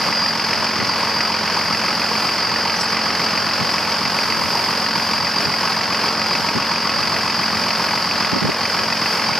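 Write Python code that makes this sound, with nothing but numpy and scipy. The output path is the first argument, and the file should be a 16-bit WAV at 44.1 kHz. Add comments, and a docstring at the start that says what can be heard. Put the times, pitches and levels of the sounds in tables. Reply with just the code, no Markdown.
"""A six-cylinder diesel sprayer idles in a farmyard while water hisses through a hose into its tank.
From the start, firings ring the engine block, filtered noise makes hiss and breeze, and a thin tone squeaks.
From 0.8 s soft puffs of wind thump now and then, and a wavering tone, the housing's ring, swells and fades.
Near 2.8 s a cluster of tiny gliding tones squeaks again; near 8.4 s the loudest puffs come in a quick group.
The microphone housing also colours engine and water near 4.7 kHz; automatic gain turns loud moments down."""
import sys
import numpy as np
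from scipy import signal
from scipy.fft import rfft, irfft
from scipy.io import wavfile
from scipy.ndimage import uniform_filter1d, map_coordinates

SR = 44100
rng = np.random.default_rng(int(sys.argv[2]) if len(sys.argv) > 2 else 0)


def store_pcm(level_fs):
    """Save levels as 16-bit WAV."""
    pcm = np.round(np.clip(level_fs, -1, 1) * 32767).astype(np.int16)
    wavfile.write(sys.argv[1], SR, np.atleast_2d(pcm).T)


N = 414099
TIME = np.arange(N) / SR
FREQ = np.maximum(np.fft.rfftfreq(N, 1 / SR), 1)

# idle speed, counted in firings per second: time_s, firing_rate_hz
IDLE_SPEED = [(0, 44.46), (1.2, 44.42), (2.2, 44.22), (3.2, 44.2), (4.6, 44.43), (5.6, 44.34),
              (9.39, 44.29)]
# cylinders in firing order, relative strengths: knock_db, clatter_db
CYLINDER_STRENGTHS = [(-7, .3), (-12, -.3), (-8, 0), (-9, -.6), (-11, .3), (-9, .6)]
# relative spectrum of the combustion knock: pitch_hz, level_db
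KNOCK_SPECTRUM = [(30, -55), (100, -27), (500, -14.5), (1100, 0), (1500, -2), (2000, 0.5), (2550, 0),
                  (3000, -11), (4000, -24), (5000, -20), (7000, -28), (14000, -45)]
# relative spectrum of the gear and valve clatter: pitch_hz, level_db
CLATTER_SPECTRUM = [(25, -49), (40, -35), (75, -12.5), (120, -4.5), (165, 0), (245, 0), (380, -8.5),
                    (620, -4.5), (1100, -3), (1450, -4), (2500, -5.5), (3000, -8), (4000, -14.5),
                    (4500, -11), (5500, -10), (7500, -28.5), (14000, -51)]
# ringing panels of block and sump: pitch_hz, width_hz, height_db over the plain spectrum
BLOCK_PANELS = [(315, 22, 2), (398, 16, -1), (473, 16, 4), (553, 24, 5), (595, 30, -1), (792, 18, 3),
                (842, 18, 5), (885, 16, 2), (931, 12, 3), (1060, 20, -2), (1108, 30, 2), (1172, 24, -1),
                (1235, 20, -2), (1286, 14, 7), (1343, 18, 0), (1441, 18, 8), (1485, 18, -1), (1565, 24, -2),
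                (1638, 18, 4), (1678, 20, 0), (1790, 20, -2), (1997, 26, 4), (2035, 20, -2), (2135, 40, -1),
                (2315, 50, -2), (2485, 40, -4), (2620, 80, -2), (3920, 60, 3)]
# narrow bands the block hardly radiates: pitch_hz, width_hz, strength_db
BLOCK_NOTCHES = [(415, 70, 6), (515, 30, 1), (655, 30, -2), (730, 40, -4), (1262, 16, 1), (1305, 14, 1),
                 (1395, 40, 7), (1835, 30, -1), (1950, 50, -2), (2075, 45, 4), (2200, 35, 0),
                 (2420, 70, -2), (2820, 180, -3), (4010, 100, 3)]
# exhaust and gear tones: multiple of the firing rate
TONE_MULTIPLES = [2, 2.5, 3, 4, 7, 12.5, 21, 29]
# levels of those tones: level_db
TONE_LEVELS = [-47, -51.5, -51, -46, -48, -49, -41, -42.5]
# blows of moving parts in every engine cycle: place_firings, half_length_s, start_hz, end_hz, relative_db
PART_BLOWS = [(.12, .0014, 2000, 2050, -18.5), (.13, .0012, 2650, 2600, -23), (.2, .0012, 1200, 1050, -19),
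              (.49, .0016, 1200, 1650, -25), (.88, .0016, 1050, 1050, -26.5),
              (1.22, .0015, 1800, 1800, -28), (1.37, .0014, 950, 1200, -23.5),
              (2.12, .0018, 1600, 1620, -25), (2.42, .0016, 1100, 1500, -25.5),
              (3.31, .0016, 1150, 1000, -26), (3.35, .0015, 1800, 1750, -27), (3.9, .002, 1100, 1100, -29),
              (4.15, .0016, 2200, 1950, -27), (4.45, .0058, 830, 1300, -21.5),
              (4.88, .0016, 1100, 1100, -26), (5.18, .0016, 2400, 2450, -28),
              (5.28, .0018, 1250, 1330, -26.5)]
# slow rise and fall of the first cylinder's ring: time_s, change_db
PING_SWELL = [(0, -3), (1.4, 1), (3.6, -4), (4.4, -1), (5.7, -2), (6.5, 4.5), (6.9, 4), (7.5, 0),
              (9.39, -1)]
# relative spectrum of the water: pitch_hz, level_db
WATER_SPECTRUM = [(100, -3), (400, 24.5), (1200, 23.5), (3000, 17), (4000, 9.5), (5000, 15.5), (6300, 6),
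                  (8000, 1.5), (10500, 0.5), (12300, 2.5), (14000, -8.5), (15500, -27)]
# swells of the fine spray: peak_s, half_length_s, rise_db
SPRAY_SWELLS = [(4.7, 0.91, 3.2), (7.7, .45, 2), (9.0, .25, 3)]
# swells of the narrow housing ring near 4.7 kHz: peak_s, half_length_s, rise_db
HOUSING_RING_SWELLS = [(.77, .04, 7.5), (.91, .08, 10), (1.2, .14, 9), (1.59, .11, 8.5), (1.86, .055, 9.5),
                       (2.15, .065, 10), (2.33, .04, 7), (2.46, .08, 9.5), (2.62, .04, 7), (3.23, .05, 10),
                       (3.35, .04, 8), (3.46, .04, 7), (4.33, .12, 6.5), (4.57, .1, 9), (4.9, .04, 7),
                       (5.13, .11, 8), (5.45, .14, 8), (6.19, .04, 6.5), (6.3, .055, 10), (6.83, .055, 9),
                       (6.98, .06, 7), (7.4, .11, 8.5), (7.72, .09, 8), (7.95, .07, 8.5), (9.1, .055, 8),
                       (9.28, .09, 9)]
# squeaks: start_s, length_s, start_hz, end_hz, level_db, roughness 0-1, share of the length spent rising
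SQUEAK_GLIDES = [(.118, .218, 5020, 4805, -19, .06, .48), (2.755, .03, 5950, 5900, -31, .7, .3),
                 (2.797, .018, 6400, 5700, -27, .8, .3), (2.8, .034, 5300, 5400, -25, .7, .2),
                 (2.8, .012, 8800, 8200, -39, 1, .3), (2.806, .018, 7900, 7680, -32, .7, .3),
                 (2.803, .024, 11200, 10070, -40, .3, .6), (2.826, .03, 7750, 7750, -41, 1, .15),
                 (2.828, .02, 10100, 10080, -43, .3, .25), (2.888, .016, 6300, 5700, -32, .6, .4)]
# relative spectrum of the wind on the microphone ports: pitch_hz, level_db
WIND_SPECTRUM = [(20, -44), (45, -27), (70, -7.5), (110, 4.5), (170, 6.5), (320, -4), (500, -14.5),
                 (900, -30), (1500, -58)]
# gusts of the breeze: peak_s, half_length_s, relative_db
BREEZE_GUSTS = [(.07, .07, -39), (.22, .03, -40), (.59, .045, -38), (.93, .14, -40), (1.68, .1, -39),
                (2.3, .05, -45), (2.5, .045, -37), (3.42, .06, -39), (3.7, .15, -39), (4.07, .04, -38),
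                (4.38, .2, -36.5), (4.98, .045, -39), (5.2, .1, -38), (5.5, .07, -36), (5.76, .14, -41),
                (6.38, .1, -38), (7.08, .2, -36.5), (7.58, .15, -42), (7.92, .05, -42), (8.25, .14, -41),
                (8.85, .11, -40), (9.3, .045, -33.5)]
# short puffs of wind: peak_s, half_length_s, centre_hz, level_db
WIND_PUFFS = [(.815, .028, 160, -28), (3.62, .022, 170, -26), (4.44, .03, 130, -35), (5.47, .025, 160, -29),
              (6.567, .02, 180, -22), (8.335, .008, 195, -19), (8.367, .016, 260, -20.5),
              (8.427, .007, 180, -18), (8.451, .01, 180, -17), (8.468, .014, 200, -21.5),
              (8.494, .009, 170, -19.5), (8.495, .007, 430, -20)]
# resonances of the microphone housing: pitch_hz, width_hz, height_db over the plain spectrum
HOUSING_MODES = [(4326, 155, 8.5), (4480, 150, 8), (4748, 110, 12), (4795, 300, 12.5), (4980, 130, 7.5),
                 (5270, 120, 9), (5407, 96, 10), (6280, 180, 2.5)]
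# stereo spread of the engine: pitch_hz, side_db
ENGINE_SPREAD = [(100, -20), (260, -36), (600, -27), (1300, -48), (2300, -24.5), (3400, -17), (4700, -10.5),
                 (6000, -7.5), (9000, -3)]
# stereo spread of the water: pitch_hz, side_db
WATER_SPREAD = [(100, -25), (1200, -47), (3000, -20), (4700, -8), (7000, -3), (10000, -2.5), (13000, 0.5)]
# stereo spread of the wind: pitch_hz, side_db
WIND_SPREAD = [(30, 3), (150, -0.5), (380, 1), (700, -4)]
# how far the left port leads the right: pitch_hz, lead_radians
LEFT_LEAD = [(3450, 0), (4310, 0.92), (4650, -0.1), (5510, 0.81), (7410, .5), (9820, 0.2), (11600, 3),
             (13900, -1.5)]

START_PHASE = .48  # in firings
KNOCK_DB, CLATTER_DB = -35, -26  # average level between 600 and 3000 Hz
FAN_HZ, FAN_DB = 218.8, -36.3
PING_HZ, PING_DECAY_S, PING_DB = 2550, .008, -25.5  # middle pitch and level
SPRAY_DB, RUSH_DB = -45.5, -45.0  # gains on water noise scaled to unit level in 8-13 kHz
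RING_HZ, RING_WAVER_HZ, RING_DB = 4746, 22, -35.6  # housing ring, level between swells
AGC_THRESHOLD_DB, AGC_SHARE = -19, 0.98  # share of the excess that is removed
AGC_WINDOW_S, AGC_RELEASE_S = 0.071, 0.084
TOP_HZ = 15200


def engine():
    """Knocks and clatter ring the block; moving parts, exhaust, gears and cooling fan add their sounds."""
    crank_wander = .006  # in firings
    phase = START_PHASE + np.cumsum(curve(IDLE_SPEED)) / SR
    block = resonances(BLOCK_PANELS) / resonances(BLOCK_NOTCHES)
    ring = block * resonances(HOUSING_MODES)
    knock, clatter = firings(phase)

    body = 0
    for force, spectrum, level_db in (
        (knock, KNOCK_SPECTRUM, KNOCK_DB),
        (clatter, CLATTER_SPECTRUM, CLATTER_DB),
    ):
        mid, side = filtered(force, colour(spectrum) * ring)
        scale = undb(level_db) / band_rms(mid, 600, 3000)
        body = body + stereo(mid, side, ENGINE_SPREAD) * scale

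    crank = phase + crank_wander * walk(9)
    tones = np.zeros(N)
    for multiple, level_db in zip(TONE_MULTIPLES, TONE_LEVELS):
        turns = multiple * crank + rng.random()
        tones += undb(level_db + walk(5)) * np.sin(2 * np.pi * turns)
    fan_angle = 2 * np.pi * FAN_HZ * TIME + .5 * walk(5)
    fan = undb(FAN_DB + walk(6.5)) * np.sin(fan_angle)
    return body + filtered(blows(phase), block) + ping(phase) + np.sqrt(2) * (tones + fan)


def firings(phase):
    """Each firing pushes a sharp knock and a longer clatter; a cylinder partly repeats itself each time."""
    repeat, scatter_db, jitter_s = 0.64, 1.0, .00007
    knock_peak_s, clatter_rise_s, clatter_decay_s, churn_db = .0017, .0029, .011, -10.0
    firing = phase.astype(int)
    cylinder = firing % len(CYLINDER_STRENGTHS)
    chance = rng.standard_normal((firing[-1] + 1, 3))[firing].T
    age = np.maximum(phase % 1 / curve(IDLE_SPEED) + jitter_s * chance[0], 0)

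    strength_db = np.array(CYLINDER_STRENGTHS)[cylinder].T + scatter_db * chance[1:]
    knock, clatter = undb(strength_db)
    knock = knock * age / knock_peak_s * np.exp(1 - age / knock_peak_s)
    clatter = 2 * clatter * (1 - np.exp(-age / clatter_rise_s)) * np.exp(-age / clatter_decay_s)
    clatter = np.hypot(clatter, undb(churn_db))  # a constant churn fills the gaps

    # the low ring largely repeats from cycle to cycle, the treble rattle is new each time
    share = repeat / (1 + (FREQ / 2400) ** 4)
    forces = []
    for force in (knock, clatter):
        patterns = rng.standard_normal((len(CYLINDER_STRENGTHS), 2048))
        own = patterns[cylinder, (age * SR).astype(int)]
        fresh_mid, fresh_side = rfft(force * rng.standard_normal((2, N)))
        mid = np.sqrt(share) * rfft(force * own) + np.sqrt(1 - share) * fresh_mid
        forces.append(irfft([mid, fresh_side], N))
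    return forces


def blows(phase):
    """Moving parts give short rounded knocks and one throaty rising gulp, a little different every cycle."""
    gain_db, scatter_db, jitter_s, pitch_scatter = -.5, 1.2, .00015, .06
    cycle = (phase / len(CYLINDER_STRENGTHS)).astype(int)
    place, rate = phase % len(CYLINDER_STRENGTHS), curve(IDLE_SPEED)
    out = np.zeros(N)
    for at, length, start_hz, end_hz, level_db in PART_BLOWS:
        on = np.abs(place - at) < 3 * length * rate
        size, shift, detune = rng.standard_normal((cycle[-1] + 1, 3))[cycle[on]].T
        age = (place[on] - at) / rate[on] + jitter_s * shift
        # the pitch glides evenly through the blow
        turns = (start_hz + end_hz) / 2 * age + (end_hz - start_hz) * age ** 2 / length / 4
        tone = np.sin(2 * np.pi * turns * (1 + pitch_scatter * detune))
        loudness = undb(level_db + gain_db + scatter_db * size)
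        out[on] += loudness * np.exp(-(age / length) ** 2) * tone
    return np.sqrt(2) * out


def ping(phase):
    """Once a cycle the first cylinder rings a panel, louder at some times than others."""
    delay_s, rise_s, scatter_db, scatter_hz = .0015, .0008, 1.3, 50
    cycle = (phase / len(CYLINDER_STRENGTHS)).astype(int)
    size, detune = rng.standard_normal((cycle[-1] + 1, 2))[cycle].T
    age = np.maximum(phase % len(CYLINDER_STRENGTHS) / curve(IDLE_SPEED) - delay_s, 0)
    envelope = (1 - np.exp(-age / rise_s)) * np.exp(-age / PING_DECAY_S)
    loudness = undb(PING_DB + curve(PING_SWELL) + scatter_db * size)
    tone = np.sin(2 * np.pi * (PING_HZ + scatter_hz * detune) * age)
    return loudness * envelope * np.sqrt(2) * tone


def water():
    """Fluttering noise splits into a low rush inside the hose and a fine spray that swells with the flow."""
    flutter_db, surge_db, split_hz = 1.0, 1.0, 6500
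    flutter = undb(flutter_db * walk(400) + surge_db * walk(14))
    noise = flutter * rng.standard_normal((2, N))
    mid, side = filtered(noise, colour(WATER_SPECTRUM) * resonances(HOUSING_MODES))
    jet = stereo(mid, side, WATER_SPREAD) / band_rms(mid, 8000, 13000)
    rush = irfft(rfft(jet) / (1 + (FREQ / split_hz) ** 8), N)
    spray = jet - rush
    return rush * undb(RUSH_DB) + spray * undb(flow())


def flow():
    """Level of the spray in dB: steady, with a slight wander and a few smooth swells."""
    wander_db = .5
    return SPRAY_DB + bumps(SPRAY_SWELLS) + wander_db * walk(4)


def housing_ring():
    """Narrow housing ring near 4.7 kHz, excited by the hiss: a wavering sine that swells and fades."""
    flutter_db = 1.9
    hz = RING_HZ + RING_WAVER_HZ * walk(45)
    loudness = undb(RING_DB + bumps(HOUSING_RING_SWELLS) + flutter_db * walk(22))
    return loudness * np.sqrt(2) * np.sin(2 * np.pi * np.cumsum(hz) / SR)


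def squeaks():
    """Thin tones glide quickly to a settled pitch; the rough ones waver and flutter."""
    settle, waver_hz, flutter_db = 7, 170, 3.5  # settle: glide speed per squeak length
    out = np.zeros(N)
    waver, flutter = waver_hz * walk(900), flutter_db * walk(400)
    for start, length, start_hz, end_hz, level_db, rough, rise in SQUEAK_GLIDES:
        on = (TIME > start) & (TIME < start + length)
        along = (TIME[on] - start) / length
        hz = end_hz + (start_hz - end_hz) * np.exp(-settle * along) + rough * waver[on]
        envelope = np.sqrt(np.sin(np.pi * np.interp(along, [0, rise, 1], [0, .5, 1])))
        loudness = undb(level_db + rough * flutter[on])
        out[on] += loudness * np.sqrt(2) * envelope * np.sin(2 * np.pi * np.cumsum(hz) / SR)
    return out


def wind():
    """Gusts rumble on the ports; each puff sheds a broad band of eddies, higher when it is faster."""
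    lull_db, gust_wander_db, eddy_hz = -55.0, 1.5, 150
    breeze = filtered(rng.standard_normal((2, N)), colour(WIND_SPECTRUM))
    gusts = [(peak, length, undb(level_db)) for peak, length, level_db in BREEZE_GUSTS]
    strength = undb(lull_db) + bumps(gusts)
    air = breeze / np.std(breeze) * strength * undb(gust_wander_db * walk(16))

    # even out the rumble's loudness, then play it faster or slower for each puff
    eddies = breeze / np.sqrt(uniform_filter1d(breeze ** 2, size=700))
    for peak, length, hz, level_db in WIND_PUFFS:
        on = np.flatnonzero(np.abs(TIME - peak) < 3 * length)
        read_at = on * hz / eddy_hz % (N - 1)
        puff = np.array([map_coordinates(port, [read_at], order=1) for port in eddies])
        air[:, on] += undb(level_db) * np.exp(-((TIME[on] - peak) / length) ** 2) * puff
    return stereo(*air, WIND_SPREAD)


def undb(db):
    """Decibels to gain."""
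    return 10 ** (np.asarray(db) / 20)


def curve(rows):
    """Straight lines between (time, value) rows, at every sample."""
    return np.interp(TIME, *np.transpose(rows))


def bumps(rows):
    """Sum of smooth swells from (peak_s, half_length_s, height) rows, at every sample."""
    coarse = TIME[::100]
    swells = sum(height * np.exp(-((coarse - peak) / length) ** 2) for peak, length, height in rows)
    return np.interp(TIME, coarse, swells)


def walk(rate):
    """Smooth random wander with a spread near 1, heading for a new value `rate` times a second."""
    knots = rng.standard_normal(8192)
    return 1.2 * np.interp(TIME * rate, np.arange(len(knots)), knots)


def colour(points):
    """Gain at every frequency from (pitch_hz, level_db) points."""
    hz, db = np.transpose(points)
    return undb(np.interp(np.log(FREQ), np.log(hz), db))


def resonances(modes):
    """Gain of resonances that stand out of a flat response; their powers add."""
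    power = 1
    for hz, width, db in modes:
        power = power + undb(db) ** 2 / (1 + (2 * (FREQ - hz) / width) ** 2) ** 1.37
    return np.sqrt(power)


def filtered(x, gain):
    """Filter of the given gain that acts only forward in time, so resonances ring after each blow."""
    cepstrum = irfft(np.log(gain), N)  # folding it gives the matching minimum phase
    cepstrum[1:N // 2] *= 2
    cepstrum[N // 2 + 1:] = 0
    return irfft(rfft(x) * np.exp(rfft(cepstrum)), N)


def band_rms(x, low_hz, high_hz):
    """Average (rms) level of one band."""
    band = rfft(x)[(FREQ > low_hz) & (FREQ < high_hz)]
    return np.sqrt(2 * np.sum(np.abs(band) ** 2)) / N


def stereo(mid, side, spread):
    """Left and right from a shared middle and a side signal weighted by frequency."""
    side = irfft(rfft(side) * colour(spread), N)
    return np.array([mid + side, mid - side])


def scene():
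    """Engine, water, the housing's ring, squeaks and breeze in the open air."""
    return engine() + water() + housing_ring() + squeaks() + wind()


def gain_control(x):
    """Turns both channels down while their average level is above a threshold, then recovers."""
    power = uniform_filter1d(np.mean(x ** 2, axis=0), size=int(AGC_WINDOW_S * SR))
    excess_db = np.maximum(10 * np.log10(power + 1e-12) - AGC_THRESHOLD_DB, 0)
    keep = np.exp(-1 / (AGC_RELEASE_S * SR))
    smooth_excess_db = signal.lfilter([1 - keep], [1, -keep], excess_db)
    return x * undb(-AGC_SHARE * smooth_excess_db)


def record(dry):
    """The left port's treble is shifted in phase and a bit softer; gain rides the level; the top is cut."""
    lead = np.exp(1j * np.interp(FREQ, *np.transpose(LEFT_LEAD)))
    left = lead * colour([(2500, 0), (4500, -0.3)])
    ports = np.array([irfft(rfft(dry[0]) * left, N), dry[1]])
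    top_cut = signal.ellip(8, .2, 70, TOP_HZ, fs=SR, output="sos")
    return signal.sosfilt(top_cut, gain_control(ports))


dry = scene()
out = record(dry)
store_pcm(out)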